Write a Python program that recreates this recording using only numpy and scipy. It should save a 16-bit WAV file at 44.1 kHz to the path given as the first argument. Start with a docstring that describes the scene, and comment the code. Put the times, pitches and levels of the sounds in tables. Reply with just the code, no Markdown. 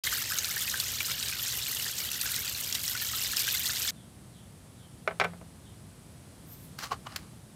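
"""Water splashes onto a wet wooden deck, falling in three streams from the open ports of a pump.
Lumps of water slap, fine drops spray, and trapped air rings as short bubbles. The water stops abruptly.
In the quiet yard a far bird calls faintly, and a brass cap knocks on the pump head and makes it ring.
After a thin, high squeak, fingers scuff and click among small valves on the boards."""
import sys
import numpy as np
from scipy import signal
from scipy.fft import rfft, irfft, next_fast_len
from scipy.io import wavfile
from scipy.ndimage import map_coordinates

SR = 44100
rng = np.random.default_rng(int(sys.argv[2]) if len(sys.argv) > 2 else 0)


def dump_mix(stems):
    """Bounce the given channels to the path in sys.argv[1] as a 16-bit WAV at rate SR."""
    frames = np.atleast_2d(stems).T  # one column per channel
    limited = np.clip(frames, -1, 1)  # hard clip at full scale
    pcm = np.round(limited * 32767).astype(np.int16)
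    wavfile.write(sys.argv[1], SR, pcm)


N = 332955
TIME = np.arange(N) / SR
WATER_ON, WATER_OFF = 0.036, 3.908  # seconds

# The tone of splashing water. Each row: frequency in Hz, level in dB.
SPLASH_TONE = [(400, -22), (900, -13), (1200, -10.5), (1540, -12.5), (2110, -13), (2900, -2.5),
               (4300, -1.5), (7600, -2), (10300, -8), (13200, -1), (14700, -4), (15900, -18)]
# The big bubbles. Each row: start in seconds, relative level in dB, pitch in Hz.
BIG_BUBBLES = [(.0697, -20.5, 2010), (.1242, -24.5, 1480), (.3209, -26.5, 1620), (.5668, -25, 1740),
               (.7412, -21, 1498), (1.0052, -20.5, 2250), (1.084, -32.5, 1310), (1.3256, -23, 2410),
               (1.8633, -27.5, 1760), (2.258, -29.5, 1610), (2.9507, -24.5, 1420), (3.0185, -26, 1725),
               (3.134, -28, 1263), (3.3312, -26.5, 1675), (3.4791, -25, 1570), (3.5447, -27, 2000),
               (3.695, -26, 1680)]
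# The hardest slaps of water. Each row: start in seconds, relative level in dB, pitch in Hz.
HARD_SLAPS = [(.307, -28, 13200), (.385, -13, 6200), (.444, -16.5, 4160), (.677, -21, 2480),
              (.799, -14, 4230), (1.004, -18.5, 2700), (1.099, -36, 4260), (1.226, -20, 3720),
              (1.284, -18.5, 5900), (2.115, -17.5, 11400), (2.212, -13, 8300), (2.317, -17, 11900),
              (2.342, -21, 3660), (2.725, -16, 5600), (2.750, -16.5, 3700), (2.834, -14.5, 12600),
              (2.878, -17, 5560), (2.931, -27, 5160), (3.368, -13, 4870), (3.486, -19, 3050),
              (3.876, -18, 3320)]


def amp(db):
    """Turn decibels into a gain to multiply by."""
    return 10 ** (np.asarray(db) / 20)


def unit(x):
    """Scale a sound to an average (rms) level of 1."""
    return x / np.sqrt(np.mean(x ** 2) + 1e-20)


def curves(rows):
    """Join rows that begin with a time into one curve for each further column."""
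    times, *columns = np.transpose(rows)
    return [np.interp(TIME, times, column) for column in columns]


def wobble(rate, size=N):
    """A smooth curve through `rate` random values a second."""
    return map_coordinates(rng.standard_normal(int(size * rate / SR) + 4), [TIME[:size] * rate])


def filtered(x, response):
    """Filter a sound with a function that gives the gain at each frequency."""
    n = x.shape[-1]
    padded = next_fast_len(n + min(n, 8192))
    return irfft(rfft(x, padded) * response(np.fft.rfftfreq(padded, 1 / SR)), padded)[..., :n]


def coloured(x, points, size=4096):
    """Shape the tone of a sound to follow (Hz, dB) points."""
    hz, db = np.transpose(points)
    gain = amp(np.interp(np.log(np.fft.rfftfreq(size, 1 / SR) + 1), np.log(hz), db))
    # Build the filter so that it rings only after a hit, never before.
    cepstrum = irfft(np.log(gain))[:size // 2]
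    cepstrum[1:] *= 2
    impulse = irfft(np.exp(rfft(cepstrum, size)))
    return signal.fftconvolve(x, impulse)[:len(x)]


def noise(points, size=N):
    """Steady noise whose tone follows (Hz, dB) points."""
    return unit(coloured(rng.standard_normal(size), points))


def resonance(f, hz, q):
    """A filter curve that peaks at hz; a higher q makes it narrower."""
    return 1j * f * hz / q / (hz * hz - f * f + 1j * f * hz / q)


def softened(x, hz, order):
    """Turn down the treble above hz, as a soft contact does."""
    return signal.lfilter(*signal.butter(order, min(hz, SR / 2 - 1000), fs=SR), x)


def placed(times, sounds):
    """Add up short sounds, one a row, at their start times."""
    index = np.round(np.abs(times) * SR).astype(int)[:, None] + np.arange(sounds.shape[1])
    return np.bincount(index.ravel(), sounds.ravel(), N)[:N]


def yard(hum_hz=120):
    """Distant rumble, a thin hiss and a weak electric hum that drops when the water ends."""
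    # The tones of the rumble and the hiss. Each row: frequency in Hz, level in dB.
    rumble_tone = [(29, -26), (50, -3), (110, 2), (185, 0), (230, -4.5), (420, -14.5), (640, -16),
                   (900, -20), (2600, -27), (3300, -26), (6200, -28.5), (8250, -26.5), (14700, -35.5),
                   (15800, -51)]
    hiss_tone = [(5000, -18), (7300, -33), (8000, 0), (9500, -4.5), (10600, 0), (11300, -9.5), (15000, -33)]
    # How loud the rumble is. Each row: time in seconds, level in dB.
    rumble_levels = [(3.88, -54), (3.93, -51), (5.7, -50.5), (6.9, -48.5), (7.55, -51)]
    rumble_db, = curves(rumble_levels)
    phase = 2 * np.pi * hum_hz * TIME + .4 * wobble(3)
    hum = amp(np.where(TIME < WATER_OFF, -55, -63)) * (np.sin(phase) + amp(-6.5) * np.sin(2 * phase))
    rumble = amp(rumble_db + 0.086 * wobble(4.4)) * noise(rumble_tone)
    return rumble + hum + amp(-66) * noise(hiss_tone)


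def bird(start_hz=5400, end_hz=2850, fall_s=0.055, level_db=-70.5):
    """A far bird's hoarse falling notes, each a little different, smeared by the surroundings."""
    # The start of each note in seconds.
    starts = [3.89, 4.28, 4.73, 5.58]
    t = np.arange(SR // 6) / SR
    glide = end_hz + (start_hz - end_hz) * np.exp(-t / fall_s)
    calls = []
    for _ in starts:
        hz = glide * np.exp(0.023 * rng.standard_normal()) + 150 * wobble(688, size=len(t))
        note = np.sin(2 * np.pi * np.cumsum(hz) / SR) * np.hanning(len(t))
        echoes = rng.standard_normal(len(t)) * amp(-60 * t / 0.37)
        calls.append(amp(level_db) * unit(signal.fftconvolve(note, echoes)))
    return placed(starts, np.array(calls))


def squeak(upper_ratio=1.3, upper_db=-5, rustle_db=-5):
    """A faint, very high squeak of two tones arches up and down over a soft rustle."""
    # The path of the squeak. 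Each row: time in seconds, pitch in Hz, level in dB.
    arch = [(6.42, 10800, -78), (6.5, 12200, -55), (6.53, 13600, -47), (6.56, 13700, -57),
            (6.59, 11700, -61), (6.65, 11200, -56), (6.74, 10100, -72)]
    hz, db = curves(arch)
    sounding = (TIME > arch[0][0]) & (TIME < arch[-1][0])
    rustle = noise([(1500, -16), (6000, -1), (9000, -12), (13000, 8), (16000, -9)])
    lower, upper = [np.sin(2 * np.pi * np.cumsum(pitch + 140 * wobble(900)) / SR)
                    for pitch in (hz, upper_ratio * hz)]
    return sounding * amp(db) * (lower + amp(upper_db) * upper + amp(rustle_db) * rustle)


def valves(lead_s=.08, grit_db=3, slide_db=-20.5, slide_s=0.027):
    """Small valves drag and tap on the boards: grit swells up to each contact and rings the wood."""
    # Each row is one touch: time in seconds, level in dB, rise in seconds, seconds to fade by 60 dB,
    # treble limit in Hz, hollow knock in dB compared with the scuff.
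    touches = [(6.789, -36.5, 0.0014, 0.065, 14000, -13), (6.805, -41.5, 0.0083, 0.25, 6000, -10),
               (6.838, -35, .012, 0.14, 8000, -4), (6.921, -33.5, 0.0054, 0.089, 2170, 6),
               (7.07, -42, 0.0039, 0.037, 2500, 8), (7.128, -51.5, 0.07, 0.57, 2500, -4),
               (7.161, -24.5, 0.00038, .031, 11000, -26)]
    # The tone of a scuffed board. Each row: frequency in Hz, level in dB.
    board_tone = [(150, -25), (480, -8), (770, -6), (950, -9), (1250, 2), (1650, 0.5), (2200, -3.5),
                  (2950, -4.5), (3500, -5.5), (4400, 0), (6200, -3.5), (10000, -11.5), (13000, -7),
                  (15800, -9)]
    # How a tapped valve and its board ring. Each row: pitch in Hz, narrowness q, level in dB.
    hollow_notes = [(442, 2.8, -14), (804, 7.1, -3), (1140, 6.9, 1.5), (2920, 14, -11), (4470, 14, -34)]

    def hollow_tone(f):
        return sum(amp(db) * resonance(f, hz, q) ** 2 for hz, q, db in hollow_notes)

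    t = np.arange(SR // 3) / SR - lead_s
    sounds = []
    for _, db, rise_s, fade_s, treble_hz, hollow_db in touches:
        stroke = np.where(t < 0, np.exp(-np.abs(t) / rise_s), amp(-60 * np.abs(t) / fade_s))
        slide = amp(slide_db) * np.exp(-np.abs(t) / slide_s) * (t > 0)  # the valve slides on afterwards
        catches = amp(grit_db * wobble(600, size=len(t)))  # it sticks and slips on grains of dirt
        grit, rub = rng.standard_normal((2, len(t))) * catches
        scuff = unit(softened(coloured(grit, board_tone), treble_hz, order=1))
        hollow = unit(filtered(rub, hollow_tone))
        sounds.append(amp(db) * np.maximum(stroke, slide) * (scuff + amp(hollow_db) * hollow))
    return placed(np.transpose(touches)[0] - lead_s, np.array(sounds))


def cap(ring_db=-12, clank_db=-7, echo_db=-26, frame_hz=172, frame_db=-29.5):
    """The brass cap ticks and rings the pump head; the frame thrums, and pump and deck echo each knock."""
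    # Each row is one knock: start in seconds, level in dB, treble limit in Hz,
    # tick in dB compared with the knock.
    knocks = [(5.076, -13, 1970, -15), (5.109, -25, 1820, -20), (5.199, -13.5, 3900, -10),
              (5.213, -11.5, 2480, -20), (5.239, -18.5, 2430, -16), (5.245, -20.5, 2420, -6.5),
              (5.250, -15.5, 1610, -22), (5.334, -36, 1500, -20), (5.413, -34, 1150, -12)]
    # The notes of the pump head. Each row: pitch in Hz, level in dB, seconds to fade by 60 dB.
    pump_notes = [(406, -10, .11), (474, -10, .1), (528, -13, .12), (585, -14, .09), (648, -2, .085),
                  (722, -10, .09), (811, -10, .1), (991, -11, .055), (1088, -8, .065), (1226, -9, .06),
                  (1271, -9, .06), (1335, -5, .07), (1521, -3, .07), (1723, -7, .06), (1954, -8, .055),
                  (2085, -5, .055), (2202, -5, .055), (2320, -5, .055), (2363, -2, .06), (2735, -7, .045),
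                  (2977, -9, .04), (3472, -11, .04), (5523, -8, .1)]
    # The tone of its short, dense clank. Each row: frequency in Hz, level in dB.
    clank_tone = [(200, -18), (450, 3.5), (1300, 2), (2400, 1), (3500, 2.5), (4600, 1), (7000, 2),
                  (15000, -10)]
    t = np.arange(SR // 2) / SR
    hz, note_db, fade_s = np.transpose(pump_notes)[:, :, None]
    blows = []
    for start, db, treble_hz, tick_db in knocks:
        strength = amp(note_db + rng.normal(0, 0.87, hz.shape)) * rng.choice([-1, 1], hz.shape)
        ring = np.sum(strength * amp(-60 * t / fade_s) * np.sin(2 * np.pi * hz * t), 0)
        clank = noise(clank_tone, len(t)) * amp(-60 * t / .06)
        tick = softened(rng.standard_normal(len(t)) * amp(-60 * t / 0.011), 3300, order=1)
        body = softened(amp(ring_db) * ring + amp(clank_db) * clank, treble_hz, order=3)
        thrum_shape = amp(-60 * t / 0.41) * (1 - np.exp(-t / 0.025))
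        thrum = np.sin(2 * np.pi * frame_hz * (start + t)) * thrum_shape
        echo = softened(noise(clank_tone, len(t)), 1680, order=2) * amp(echo_db - 60 * t / .33)
        blows.append(amp(db) * (body + echo + amp(tick_db) * tick + amp(frame_db) * thrum))
    return placed(np.transpose(knocks)[0], np.array(blows))


def bursts(hz, fade_s, q, unfiltered, spray_db, spray_s):
    """Lumps of water burst: a crack and a little spray ring a shallow pocket of air."""
    t = np.arange(1024) / SR
    decay = np.exp(-t / fade_s[:, None]) + amp(spray_db) * np.exp(-t / spray_s)
    cracks = rng.standard_normal(decay.shape) * decay
    return filtered(cracks, lambda f: unfiltered + resonance(f, hz[:, None], q))


def bubbles(hz, cycles, rise):
    """Trapped air rings for a few cycles, rising in pitch as it surfaces."""
    t = np.arange(1024) / SR
    turns = hz[:, None] * t
    age = turns / cycles
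    phase = 2 * np.pi * turns * (1 + rise * (1 - np.exp(-age / 2)))
    return np.sin(phase) * np.exp(-age) * (1 - np.exp(-turns))


def scattered(count, db, hz, spread_db, pitch_spread):
    """Chance events around the level curve db. Each row: start in seconds, level in dB, pitch in Hz."""
    starts = (np.arange(count) + rng.random(count)) / count * WATER_OFF
    size, pitch = np.clip(rng.standard_normal((count, 2)), -1.6, 1.6).T
    levels = np.interp(starts, TIME, db) + spread_db * size
    return np.transpose([starts, levels, hz * np.exp(pitch_spread * pitch)])


def swells(events, gain_db, fade_s, rise_share=0.065):
    """A gain that leaps up at each event and fades after it."""
    gain = np.zeros(N)
    for start, db, _ in events:
        width_s = np.where(TIME < start, rise_share * fade_s, fade_s)
        gain += amp(db + gain_db) * np.exp(-np.abs(TIME - start) / width_s)
    return gain


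def spray(drops_per_s=1100, drop_db=-3.5, fizz_db=-9):
    """Fine drops tick over a fizz, and both come in flurries."""
    drops = (rng.random(N) < drops_per_s / SR) * np.clip(rng.standard_normal(N), -2, 2)
    ticks = amp(drop_db) * unit(coloured(drops, SPLASH_TONE))
    fizz = amp(fizz_db) * noise(SPLASH_TONE)
    return (ticks + fizz) * amp(1.7 * wobble(85))


def plinks(count=480, hz=4700, spread_db=4.5):
    """Rebounding drops trap tiny bubbles that ring for a few milliseconds."""
    starts = rng.random(count) * WATER_OFF
    pitch, size = np.clip(rng.standard_normal((count, 2)), -1.7, 1.7).T
    rings = bubbles(hz * np.exp(.3 * pitch), cycles=11, rise=.06)
    return unit(placed(starts, rings * amp(spread_db * size)[:, None]))


def bubbling(count, hz, pitch_spread, cycles, spread_db=1.0):
    """A crowd of bubbles of about one size bursts in the puddle."""
    starts = (np.arange(count) + 2 * rng.random(count)) / count * WATER_OFF
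    pitch, size = np.clip(rng.standard_normal((count, 2)), -2, 2).T
    rings = bubbles(hz * np.exp(pitch_spread * pitch), cycles, rise=0.041)
    return unit(placed(starts, rings * amp(spread_db * size)[:, None]))


def plops(burble_db, churn_db=-2):
    """Big and middling bubbles ring while the stream churns them."""
    middling = scattered(count=14, db=burble_db + 9.5, hz=1900, spread_db=2.5, pitch_spread=0.17)
    starts, db, hz = np.vstack([BIG_BUBBLES, middling]).T
    churn = bursts(hz, np.full(len(hz), .004), q=3.5, unfiltered=.12, spray_db=-12, spray_s=.008)
    churn /= np.abs(churn).max(1, keepdims=True)
    rings = bubbles(hz, cycles=12.4, rise=0.064) + amp(churn_db) * churn
    return placed(starts, rings * amp(db - 3.0)[:, None])


def lumps(count=950, low_hz=1500, high_hz=18000, spread_db=1.5):
    """The streams break into lumps of every size that hit the film of water one after another."""
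    delay, pitch = rng.random((count, 2)).T
    starts = (np.arange(count) + 2 * delay) / count * WATER_OFF
    size, length = np.clip(rng.standard_normal((count, 2)), -2, 2).T
    hz = low_hz * (high_hz / low_hz) ** pitch
    splats = bursts(hz, .0026 * np.exp(.55 * length), q=4.8, unfiltered=.13, spray_db=-9, spray_s=.009)
    return unit(coloured(placed(starts, splats * amp(spread_db * size)[:, None]), SPLASH_TONE))


def slaps(splash_db, crack_cycles=8.6, pocket_db=-6, bass_cut_hz=2100):
    """A slap cracks and rings a tiny pocket of air; the smaller the pocket, the shorter the sound."""
    lesser = scattered(count=18, db=splash_db + 5, hz=5200, spread_db=-7.0, pitch_spread=0.7)
    starts, db, hz = np.vstack([HARD_SLAPS, lesser]).T
    cracks = bursts(hz, crack_cycles / hz, q=3, unfiltered=.06, spray_db=-20, spray_s=.007)
    cracks /= np.abs(cracks).max(1, keepdims=True)
    hits = cracks + amp(pocket_db) * bubbles(hz, cycles=13.6, rise=0.054)
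    bass_cut = signal.butter(2, bass_cut_hz, "highpass", fs=SR)  # the slaps carry no bass
    return signal.lfilter(*bass_cut, placed(starts + 0.0011, hits * amp(db - 0.75)[:, None]))


def water():
    """The streams drum on the deck; hard slaps throw up more splash and big bubbles stir up more burble."""
    # How strong the streams are. Each row: time in seconds, relative splash and burble levels in dB.
    flow = [(0.05, -31, -44), (0.15, -32, -38), (0.28, -34.5, -38.5), (0.76, -35, -46.5),
            (1.38, -34.5, -45.5), (1.7, -34, -49), (1.95, -35.5, -49.5), (2.22, -35.5, -46),
            (2.32, -33, -40.5), (2.53, -35, -51), (2.72, -36.5, -51), (3.53, -31, -45), (3.7, -33, -46)]
    # The tone of the boards as the water drums on them. Each row: frequency in Hz, level in dB.
    deck_tone = [(40, -8), (60, 10), (90, 11.5), (140, 2.5), (250, -6.5), (450, -2), (800, -7.5),
                 (1300, -8), (2500, -10)]
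    splash_db, burble_db = curves(flow)
    splash = amp(-5) * lumps() + amp(-11) * plinks() + amp(-1.5) * spray()
    splash += amp(-13.5) * bubbling(count=600, hz=3132, pitch_spread=.25, cycles=8.7)
    splash *= amp(splash_db - 1.28) + swells(HARD_SLAPS, gain_db=-27, fade_s=0.014)
    burble = bubbling(count=700, hz=1734, pitch_spread=0.17, cycles=5.7)
    burble *= amp(burble_db - 7) + swells(BIG_BUBBLES, gain_db=-21.5, fade_s=0.011)
    streams = amp(1.06 * wobble(35)) * (splash + burble)
    deck_db = -48.5 + 0.3 * (splash_db - splash_db.mean())
    drumming = noise(deck_tone) * amp(deck_db + 2.5 * wobble(45))
    sudden_stop = np.clip((WATER_OFF - TIME) / 0.00058, 0, 1)
    return (streams + drumming + plops(burble_db) + slaps(splash_db)) * sudden_stop


def scene():
    """All sources in one channel, heard from close above the deck."""
    return (water() + cap() + valves() + bird() + squeak() + yard())[None]


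def record(dry, low_hz=46.4, top_hz=15900):
    """The microphone loses deep bass; the sound opens abruptly and the highest treble is cut off."""
    thinned = signal.sosfilt(signal.butter(5, low_hz, "highpass", fs=SR, output="sos"), dry)
    opening = np.clip((TIME - WATER_ON) / .001, 0, 1)
    return filtered(thinned * opening, lambda hz: 1 / (1 + (hz / top_hz) ** 160))


dry = scene()
out = record(dry)
dump_mix(out)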